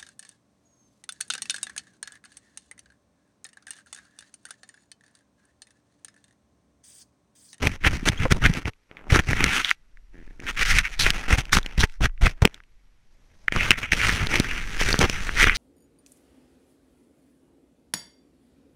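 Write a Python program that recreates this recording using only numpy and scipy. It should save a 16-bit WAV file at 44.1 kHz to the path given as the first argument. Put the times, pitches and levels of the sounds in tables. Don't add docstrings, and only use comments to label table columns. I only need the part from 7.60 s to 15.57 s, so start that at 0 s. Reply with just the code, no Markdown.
import sys
import numpy as np
from scipy import signal
from scipy.fft import rfft, irfft, next_fast_len
from scipy.io import wavfile
from scipy.ndimage import uniform_filter1d, map_coordinates

SR = 44100
rng = np.random.default_rng(int(sys.argv[2]) if len(sys.argv) > 2 else 0)


def to_wav(sig):
    pcm = np.clip(np.atleast_2d(sig), -1, 1) * 32767
    pcm = np.round(pcm).astype(np.int16)
    wavfile.write(sys.argv[1], SR, pcm.T)


N = 351477

# frequency in Hz, relative level in dB.
WALL_COLOUR = [(450, -42.5), (800, -11), (1050, -11), (1350, 1.5), (1750, 1.5), (2100, 3), (2650, 0),
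               (3400, -8.5), (4500, -38), (7000, -38.5)]
# frequency in Hz, relative level in dB.
ICE_COLOUR = [(1800, -35), (3000, -2), (3800, 1), (4900, -1), (5900, 2), (7500, -8.5), (8600, -8.5),
              (9800, -10.5), (11500, -15.5), (15000, -25)]


def amp(db):
    return 10 ** (np.asarray(db) / 20)


def unit(x):
    return x / np.sqrt(np.mean(x ** 2) + 1e-20)


def curves(rows):
    s, *cols = np.transpose(rows)
    return [np.interp(np.arange(N) / SR, s, c) for c in cols]


def wobble(rate):
    knots = rng.standard_normal(int(N * rate / SR) + 4)
    return map_coordinates(knots, [np.arange(N) * rate / SR], mode="nearest")


def coloured(x, points):
    m = 2 * next_fast_len(N // 2 + SR // 8)
    hz, db = np.transpose(points)
    bin_hz = np.fft.rfftfreq(m, 1 / SR)
    gain = unit(amp(np.interp(np.log(bin_hz + 1), np.log(hz), db)))
    cepstrum = irfft(np.log(gain))
    cepstrum[1:m // 2] *= 2
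    cepstrum[m // 2 + 1:] = 0
    return irfft(rfft(x, m) * np.exp(rfft(cepstrum)))[:N]


def add(track, s, sound):
    start = max(0, round(s * SR))
    part = track[start:start + len(sound)]
    part += sound[:len(part)]


def touch_db(start, end, land, lift):
    t = np.arange(N) / SR
    return np.clip(np.minimum(land * (t - start), lift * (end - t)), -150, 0)


def press_db(s, rise, fall):
    swell_db, ease_db = 10.5, 8.5
    land_db_per_s, lift_db_per_s = 5003.5, 1798.5
    t = np.arange(N) / SR - s
    below_peak = swell_db * np.clip(-t / rise, 0, 1) + ease_db * np.clip(t / fall, 0, 1)
    return touch_db(s - rise, s + fall, land_db_per_s, lift_db_per_s) - below_peak


def handling():
    # loudest moment in seconds, rise in seconds, fall in seconds, scrape in dB,
    # then hiss, rub and judder in dB relative to the scrape, and the resonance favoured in Hz.
    strokes = [(0.071, 0.051, .01, -24, -6.5, 0.5, 1, 2290), (0.127, .04, 0.032, -39, -7.5, -10, 4, 2022),
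               (0.27, .026, 0.011, -13, -12, -11.5, -10, 1868),
               (.345, 0.083, 0.034, -35.5, -4.5, -2, 10.5, 2030),
               (0.484, 0.027, 0.01, -20.5, -3, 0.5, 0.5, 2230), (.525, 0.011, .02, -33, -9, -1, 3.5, 2200),
               (0.631, 0.036, .025, -26.5, -12, -8, 6, 1940),
               (0.658, .006, 0.0034, -32, -28, 15, 2.5, 1778),
               (0.723, 0.016, 0.0046, -16.5, -6.5, -5, 3, 1694),
               (0.761, 0.026, .025, -43, -4.5, 10.5, 17, 1836), (.825, .016, .006, -33, -10, -2, 6.5, 1782),
               (0.859, .03, .018, -19, -13, -9, 3, 1756), (0.898, 0.022, .015, -35.5, -6, 1, 15.5, 1800),
               (0.981, .055, 0.013, -31.5, -7, -1.5, -2, 1820),
               (1.084, 0.033, 0.0087, -32, -8.5, 0.5, 6.5, 1840),
               (1.375, .01, .03, -50, -22, -9, -16, 2235), (1.48, 0.072, .012, -65.5, -14.5, 18, -1, 1192),
               (1.555, 0.054, 0.028, -19, -8, -3, -2.5, 1980), (1.594, .006, .01, -21, -12, -5.5, 6, 1750),
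               (1.706, 0.033, .03, -28, -7, -0.5, 9.5, 1980),
               (1.83, 0.08, 0.067, -24.5, -14.5, -8, -0.5, 2094),
               (1.96, .085, 0.057, -20.5, -7.5, -13.5, -22, 2080),
               (2.051, .006, 0.057, -29, -12, -28.5, -31, 3400), (2.841, 0.027, .02, -51, -18, 5, 3, 1935),
               (2.902, 0.036, 0.0096, -25, -9, -14, -23, 1924),
               (3.021, .055, 0.021, -21, -8, -16.5, -12, 1935),
               (3.114, 0.062, 0.021, -17, -6, -22.5, -17, 2070),
               (3.168, 0.059, 0.046, -23, -6.5, -17, -3.5, 2103),
               (3.254, 0.021, 0.022, -28, -12, -36, -35, 2232),
               (3.326, 0.0096, 0.025, -34, -7.5, -30, -31, 2173),
               (3.395, .003, 0.063, -23.5, 2.5, -12, -7, 4260),
               (3.465, 0.027, .045, -20.5, -8, -11, -8.5, 2060),
               (3.56, 0.075, 0.11, -34.5, -7.5, -3.5, -13.5, 2018),
               (3.73, 0.048, 0.025, -20.5, -6.5, -2.5, -8, 1750),
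               (3.788, 0.012, 0.025, -28.5, -2.5, -4.5, 2.5, 1817),
               (3.932, 0.0083, .02, -17, 4, -11.5, -6, 1508),
               (3.975, 0.025, 0.0094, -19.5, -1.5, -4, -1, 1560),
               (4.18, .003, .012, -28.5, -8, -4, 5.5, 2100), (4.208, .016, 0.014, -23, 1, -5.5, -0.5, 3870),
               (4.24, .015, 0.0091, -20.5, -10, -5.5, 1.5, 1556),
               (4.301, 0.049, 0.073, -55.5, -1.5, -16.5, -19.5, 1715),
               (4.409, .002, .012, -33, -8, 7, 12.5, 1750), (4.457, .04, 0.007, -21, -8.5, -4.5, 3.5, 1720),
               (4.662, 0.05, 0.016, -22.5, -7.5, -2.5, 6.5, 1837),
               (4.69, .01, 0.03, -38.5, -5.5, -5, -2, 1970),
               (4.823, .002, 0.014, -28.5, -7.5, 6.5, -0.5, 2286),
               (4.852, 0.0023, 0.0033, -17, -15.5, 7, 7, 2485),
               (4.94, .07, .06, -53, -10.5, -3.5, -12.5, 1948), (5.86, .35, .06, -69, 4, 7, 5, 1800),
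               (5.965, .015, 0.0099, -28.5, -14.5, 3.5, 4.5, 2073),
               (6.044, 0.12, 0.094, -23, -12.5, -12, -9, 2395),
               (6.188, 0.016, 0.017, -29.5, -6.5, -8, -5, 2380),
               (6.23, 0.022, .035, -31, -12, -10, -13, 2176),
               (6.328, 0.011, 0.015, -20, -6.5, -11, -2.5, 2270),
               (6.47, .11, 0.11, -24.5, -5, -11.5, -4, 2050), (6.631, .03, 0.024, -33.5, -12, -2, 10, 2014),
               (6.743, .055, 0.068, -24, -10, -6, -6, 2090), (6.848, .04, 0.15, -34, -8.5, -8, -7, 1966),
               (7.213, 0.022, .02, -20.5, -8, -17, -15, 1966),
               (7.289, 0.069, 0.075, -28, -2, -6.5, -2.5, 1744),
               (7.415, .012, 0.017, -20, -5.5, 2.5, -9.5, 1502),
               (7.44, 0.013, .022, -22.5, -8.5, 2, -0.5, 1302),
               (7.519, 0.11, 0.28, -35.5, -5.5, -9.5, -4.5, 1910),
               (7.825, 0.06, 0.03, -15.5, -8.5, -17, -19.5, 2080),
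               (7.872, .012, 0.014, -14, -17, -12.5, -11.5, 2150),
               (7.91, .02, .03, -28.5, -16, -14, -7, 1996), (7.96, .015, .02, -30, 0, -17, -16, 4460)]
    # start in seconds, end in seconds, levels of scrape, hiss, rub and judder in dB.
    grips = [(0, 0.162, -50, -57, -47, -41), (0.219, 1.027, -46.5, -54.5, -50, -46),
             (1.307, 1.493, -59.5, -78, -55, -72), (1.496, 1.722, -49, -52.5, -52, -44),
             (1.717, 2.121, -37, -42.5, -59, -65), (2.536, 2.843, -65, -71, -63, -64),
             (2.837, 3.389, -49, -54.5, -56, -56), (3.39, 4.25, -51, -59.5, -52.5, -55),
             (4.612, 4.715, -51.5, -57, -56, -48.5), (4.714, 4.821, -62.5, -74, -62.5, -72.5),
             (5.918, 6.326, -41.5, -56, -56, -47.5), (6.33, 6.67, -34.5, -42.5, -42.5, -41.5),
             (6.697, 7.975, -38, -45.5, -47.5, -45)]
    # levels of scrape, hiss, rub and judder in dB.
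    idle = (-81, -82.5, -81, -74.5)
    grip_db_per_s = 899.5

    power = amp(idle)[:, None] ** 2 * np.ones(N)
    for start, end, *grip_db in grips:
        grip = amp(touch_db(start, end, grip_db_per_s, grip_db_per_s)) ** 2
        power += np.outer(amp(grip_db) ** 2, grip)
    weight, weighted_hz = np.zeros((2, N))
    for s, rise, fall, db, hiss_db, rub_db, judder_db, hz in strokes:
        stroke = amp(db + press_db(s, rise, fall)) ** 2
        power += np.outer(amp([0, hiss_db, rub_db, judder_db]) ** 2, stroke)
        weight += stroke
        weighted_hz += hz * stroke
    return 10 * np.log10(power), weighted_hz / weight


def grains(rate, spread_db):
    sizes = amp(spread_db * np.clip(rng.standard_normal(N), -2, 2)) * rng.choice([-1, 1], N)
    breaks = rng.random(N) < rate / SR
    return unit(sizes * breaks / np.sqrt(rate))


def shifting(x, contact_hz, depth_db, lift_db):
    hz, s, z = signal.stft(x, SR, nperseg=256)
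    patches = rng.standard_normal(z.shape)
    for _ in range(2):
        patches = uniform_filter1d(patches, 5, axis=0)
        patches = uniform_filter1d(patches, 9, axis=1)
    resonance_hz = np.interp(s, np.arange(N) / SR, contact_hz)
    octaves = np.log2((hz[:, None] + 1) / resonance_hz)
    db = depth_db * unit(patches) + lift_db * np.exp(-(octaves / 0.38) ** 2)
    return signal.istft(z * amp(db), nperseg=256)[1][:N]


def padded(x):
    # time in seconds, resonance in Hz.
    hollow = [(0, 257.3), (.55, 298.4), (.66, 496), (.75, 280), (1.1, 279.4), (1.47, 623), (1.6, 321),
              (2.85, 299.5), (3.3, 708), (4.15, 848), (4.85, 619), (6.1, 593), (6.8, 304.3), (7.42, 444)]
    width_hz, gain = 170, 0.71
    turn = np.exp(2j * np.pi * np.cumsum(curves(hollow)[0]) / SR)
    keep = np.exp(-np.pi * width_hz / SR)
    boom = turn * signal.lfilter([1 - keep], [1, -keep], x / turn)
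    return x + gain * 2 * np.real(boom)


def scraping(levels_db, contact_hz):
    # frequency in Hz, relative level in dB.
    rub_colour = [(90, -28.5), (170, 1), (280, -0.5), (370, -4.5), (450, -4.5), (560, -8.5), (700, -9),
                  (880, -7), (1400, -13), (3000, -73)]
    # frequency in Hz, relative level in dB.
    judder_colour = [(25, -17.5), (50, -1.5), (80, 0), (130, -5), (190, -10.5), (300, -29.5), (600, -67.5)]
    clump_db, catch = 1.5, 0.077

    scrape_db, hiss_db, rub_db, judder_db = levels_db
    catching = 1 + catch * np.clip(judder_db - scrape_db + 8.5, -12, 12)
    clumps = amp(clump_db * catching * (0.95 * wobble(rate=200) + 0.23 * wobble(rate=88)))
    crunch = grains(rate=1700 * amp(.5 * (np.maximum(scrape_db, -62) + 20)), spread_db=4.5)
    bite = np.interp(scrape_db, [-73, -60], [0, 1])

    def friction(smooth):
        whisper = (smooth + 0.18 * (1 - bite)) * rng.standard_normal(N)
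        return clumps * (bite * crunch + whisper)

    scrape = shifting(friction(smooth=0.9), contact_hz, depth_db=2.5, lift_db=2.5)
    scrape = amp(scrape_db) * unit(coloured(scrape, WALL_COLOUR))
    hiss = shifting(friction(smooth=0.76), contact_hz, depth_db=1.5, lift_db=7)
    hiss = amp(hiss_db - 1.6) * unit(coloured(hiss, ICE_COLOUR))
    rub = amp(rub_db - 0.6) * unit(padded(coloured(friction(smooth=.8), rub_colour)))
    judder = amp(judder_db + 1.62) * unit(coloured(rng.standard_normal(N), judder_colour))
    return scrape + hiss + rub + judder


def snapping():
    # time in seconds, ring in dB, ring frequency in Hz, crack in dB, knock in dB.
    snaps = [(0.0393, -22, 1490, -46, -8.5), (0.071, -8, 2400, -21, -9), (0.2384, -20, 2120, -38, -28),
             (0.2479, -13, 1740, -45, -41), (0.332, -24, 1670, -42, -17), (0.4875, -8.5, 3480, -15.5, -37),
             (0.7221, -32, 2180, -17.5, -7.5), (.854, -7, 1790, -29, -31), (0.862, -7.5, 1790, -22.5, -11),
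             (.938, -27, 3000, -30, -36), (0.951, -21.5, 2380, -40, -20), (1.0557, -21.5, 2130, -46.5, -26),
             (1.1345, -47.5, 2400, -60, -83.5), (1.3133, -35, 2250, -77, -30.5),
             (1.3697, -28.5, 2160, -74, -42), (1.591, -7, 1620, -29, -12), (1.5968, -18, 1830, -33, -17),
             (1.7318, -12.5, 1880, -33, -10.5), (1.8414, -5, 2240, -15, -11.5),
             (2.0468, -10, 3370, -31, -38), (2.094, -15, 3220, -28, -57), (2.1066, -13, 2140, -23.5, -45.5),
             (2.1125, -4.5, 2020, -31, -35), (2.372, -45, 1820, -67.5, -70),
             (2.8013, -31, 2250, -45.5, -53), (3.031, -17, 2370, -22, -56), (3.151, -17, 2040, -27, -29),
             (3.1856, -6, 2240, -17, -48), (3.1892, -10, 3670, -17, -34), (3.4648, -8, 2040, -32, -17),
             (3.5042, -11, 2870, -16.5, -34), (3.854, -32.5, 2610, -40, -58), (3.9297, -6, 1390, -27, -38),
             (3.9332, -9, 1600, -34, -23), (3.954, -13.5, 1580, -35.5, -19), (3.9696, -3.5, 1380, -29, -36),
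             (3.986, -14.5, 1383, -27.5, -14), (4.03, -31.5, 3580, -42, -62),
             (4.062, -19, 2840, -30.5, -24), (4.179, -19, 2230, -30.5, -25), (4.234, -11, 1610, -28, -40),
             (4.238, -10.5, 1800, -32, -16), (4.2967, -43, 2140, -69.5, -57),
             (4.4588, -9.5, 1830, -28.5, -16.5), (4.4954, -44, 1480, -78, -50.5),
             (4.5774, -43.5, 2110, -74, -56.5), (4.6681, -5, 1560, -40.5, -20.5),
             (4.8206, -16, 1450, -26, -12.5), (4.8529, -3.5, 2570, -12.5, -10.5),
             (4.8747, -22.5, 2280, -38, -18), (4.944, -34, 3600, -40.5, -48), (4.978, -41, 1580, -64, -54),
             (5.003, -40, 1550, -71, -50), (5.0369, -50.5, 2527, -63.5, -72), (5.882, -8.5, 1793, -54, -26),
             (5.923, -14, 2110, -29.5, -14.5), (5.9622, -11, 1280, -25.5, -16),
             (6.1069, 0.5, 2750, -15, -5.5), (6.1152, -1, 2590, -18, -14), (6.3207, -7, 2200, -22, -43),
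             (6.333, -7, 2420, -36, -12), (6.415, -12, 2030, -29, -36), (6.494, -9, 1930, -46, -22),
             (6.6699, -18.5, 4100, -28, -17.5), (6.7567, -8.5, 2270, -24, -35),
             (6.7993, -37, 3220, -14, -10), (7.0396, -27, 2240, -49, -47), (7.2142, -22, 1830, -40, -8.5),
             (7.3286, -12.5, 4480, -22, -15), (7.289, -26, 2240, -23, -14), (7.342, -10.5, 1530, -44, -7.5),
             (7.3905, -37, 3140, -16, -9), (7.4127, -6, 1800, -19.5, -10), (7.4977, -15, 2430, -20.5, -14),
             (7.692, -15, 1750, -44, -22), (7.829, -5, 2130, -22, -13), (7.8417, -7, 1910, -36, -8.5),
             (7.8961, -6, 2120, -49, -29)]
    rise_s, growth = 0.00033, .2
    crumble_db, crumble_s, strain_s = -16, 0.0039, 0.0018

    ring, crunch, crack, knock = np.zeros((4, N))
    t = np.arange(-SR // 60, SR // 30) / SR
    crumble = amp(crumble_db) * np.exp(-np.maximum(t / crumble_s, -t / strain_s))
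    for s, ring_db, hz, crack_db, knock_db in snaps:
        u = np.maximum(t, 0) / (rise_s * amp(growth * max(ring_db + 14, -5)))
        shape = u * np.exp(1 - u)
        drift, rough, bright = rng.standard_normal((3, len(t)))
        phase = 2 * np.pi * hz * t + .02 * np.cumsum(drift)
        add(ring, s + t[0], amp(ring_db + 3.5) * shape * np.sin(phase))
        add(crunch, s + t[0], amp(ring_db - 6.5) * (shape + crumble) * rough)
        add(crack, s + t[0], amp(crack_db + 2.5) * (shape + crumble) * bright)
        add(knock, s + t[0], amp(knock_db + 1.0) * shape * np.sin(2 * np.pi * 260 * t))
    stiff_wall = signal.butter(4, 1100, "high", fs=SR, output="sos")
    wall_ring = signal.sosfilt(stiff_wall, ring)
    return wall_ring + coloured(crunch, WALL_COLOUR) + coloured(crack, ICE_COLOUR) + knock


def ringing(contact):
    # frequency in Hz, level in dB, 60 dB decay time in seconds.
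    case_modes = [(880, -8.5, .3), (1190, -13.5, 0.27), (1580, -17.5, 0.16), (1970, -11, 0.36),
                  (4774, -12, 0.25), (6000, -4, 0.082), (7110, -12, .07)]
    # frequency in Hz, level in dB, 60 dB decay time in seconds.
    mount_mode = (427, -5, 0.18)
    # time in seconds, drive to the case in dB, drive to the mount in dB.
    freedom = [(0, -23, -12.5), (3.401, -15, -18.5), (3.9, -6, -16), (4.46, -10, -27.5), (4.6, -20, -25.5),
               (6.2, -16, -16.5), (6.6, 5, 0), (7.97, 6, 0)]

    t = np.arange(SR // 2) / SR
    out = np.zeros(N)
    for free_db, modes in zip(curves(freedom), (case_modes, [mount_mode])):
        tail = np.zeros(len(t))
        for hz, db, t60 in modes:
            decay = amp(-60 * t / t60)
            tail += amp(db) * 2 * decay / decay.sum() * np.cos(2 * np.pi * hz * t)
        out += signal.fftconvolve(amp(free_db) * contact, tail)[:N]
    return out


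def bumping():
    # time in seconds, level in dB before a 1 dB trim, rate of the swing in Hz.
    bumps = [(.082, -28, 111), (.431, -21, 160), (0.477, -23.5, 292), (.499, -12, 98), (0.726, -12, 120),
             (.845, -24, 293), (0.9, -12, 117), (1.528, -4, 68.5), (3.734, -7.5, 53.6), (4.193, -8.5, 43),
             (4.418, -13.5, 34.5), (4.636, -7.5, 31.7), (4.827, -4.5, 76), (4.856, -6, 198.3),
             (6.801, -6, 175), (7.395, -12, 114)]
    out = np.zeros(N)
    t = np.arange(-SR // 10, SR // 10) / SR
    for s, db, hz in bumps:
        u = 2 * np.pi * hz * t
        add(out, s + t[0], amp(db - 1.0) * u * np.exp((1 - u * u) / 2))
    return out


def squeaking():
    # start in seconds, length in seconds, start pitch in Hz, end pitch in Hz, level in dB.
    squeaks = [(0.57, 0.021, 3000, 3440, -34), (0.648, 0.03, 546, 490, -24)]
    out = np.zeros(N)
    for s, length, start_hz, end_hz, db in squeaks:
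        size = int(length * SR)
        glide = 2 * np.pi * np.cumsum(np.linspace(start_hz, end_hz, size)) / SR
        phase = glide + 0.044 * np.cumsum(rng.standard_normal(size))
        add(out, s, amp(db) * np.hanning(size) * (np.sin(phase) + 0.28 * np.sin(2 * phase)))
    return out


def creaking():
    # start in seconds, end in seconds, average slips a second, average level in dB.
    creaks = [(2.543, 2.629, 84, -36), (2.677, 2.71, 33, -33.5), (2.796, 2.874, 51, -30)]
    out = np.zeros(N)
    t = np.arange(SR // 60) / SR
    push = np.sin(2 * np.pi * 280 * t) * amp(-60 * t / 0.012)
    ring = 0.61 * np.sin(2 * np.pi * 1750 * t) * amp(-60 * t / 0.0081) * (1 - np.exp(-t / .0003))
    slip = push + ring
    for start, end, rate, db in creaks:
        for s in np.arange(start, end, 1 / rate):
            add(out, s + rng.normal(0, 0.0013), amp(db + rng.normal(0, 1.8)) * slip)
    return out


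def rumbling(scrape_db):
    # time in seconds, rumble in dB before the push of the wipes.
    sway = [(0, -32.5), (.9, -26.5), (1.25, -61.5), (1.55, -31), (1.85, -37.5), (2.06, -53), (2.4, -38.5),
            (2.95, -31), (3.7, -30.5), (3.95, -27), (4.65, -25.5), (5.0, -43.5), (5.75, -47), (5.95, -28.5),
            (6.25, -42.5), (6.64, -32), (7.3, -30), (7.97, -32.5)]
    # frequency in Hz, relative level in dB.
    rumble_colour = [(8, 4.5), (18, 5), (35, 4.5), (50, -6.5), (70, -30.5), (120, -52), (300, -100)]
    shove, shove_s = 0.71, 0.085
    sway_db, = curves(sway)
    effort_db = uniform_filter1d(np.clip(scrape_db + 37, -15, 15), int(shove_s * SR))
    rumble = unit(coloured(rng.standard_normal(N), rumble_colour))
    return amp(sway_db + shove * effort_db + 1) * rumble


def background():
    # frequency in Hz, relative level in dB.
    air_colour = [(60, -4.5), (130, -5), (350, -11.5), (750, -17), (2100, -16), (3800, -22), (6000, -25),
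                  (10000, -31), (12500, -39.5), (15000, -51.5)]
    # frequency in Hz, rms level in dB before the waver.
    whine_tones = [(5696, -91), (11391, -94)]
    t = np.arange(N) / SR
    whine = np.zeros(N)
    for hz, db in whine_tones:
        waver = 1 + .5 * wobble(rate=90)
        whine += amp(db) * np.sqrt(2) * np.sin(2 * np.pi * hz * t) * waver
    air = amp(-71.0) * unit(coloured(rng.standard_normal(N), air_colour))
    return air + whine


def scene():
    levels_db, contact_hz = handling()
    contact = scraping(levels_db, contact_hz) + snapping() + creaking() + squeaking()
    movement = bumping() + rumbling(levels_db[0])
    return (contact + ringing(contact) + movement + background())[None]


def record(dry):
    top_hz = 15600
    held = dry / (1 + np.abs(dry) ** 6) ** (1 / 6)
    band_limit = signal.ellip(10, .1, 90, top_hz, fs=SR, output="sos")
    return signal.sosfilt(band_limit, held)


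dry = scene()
out = record(dry)
to_wav(out)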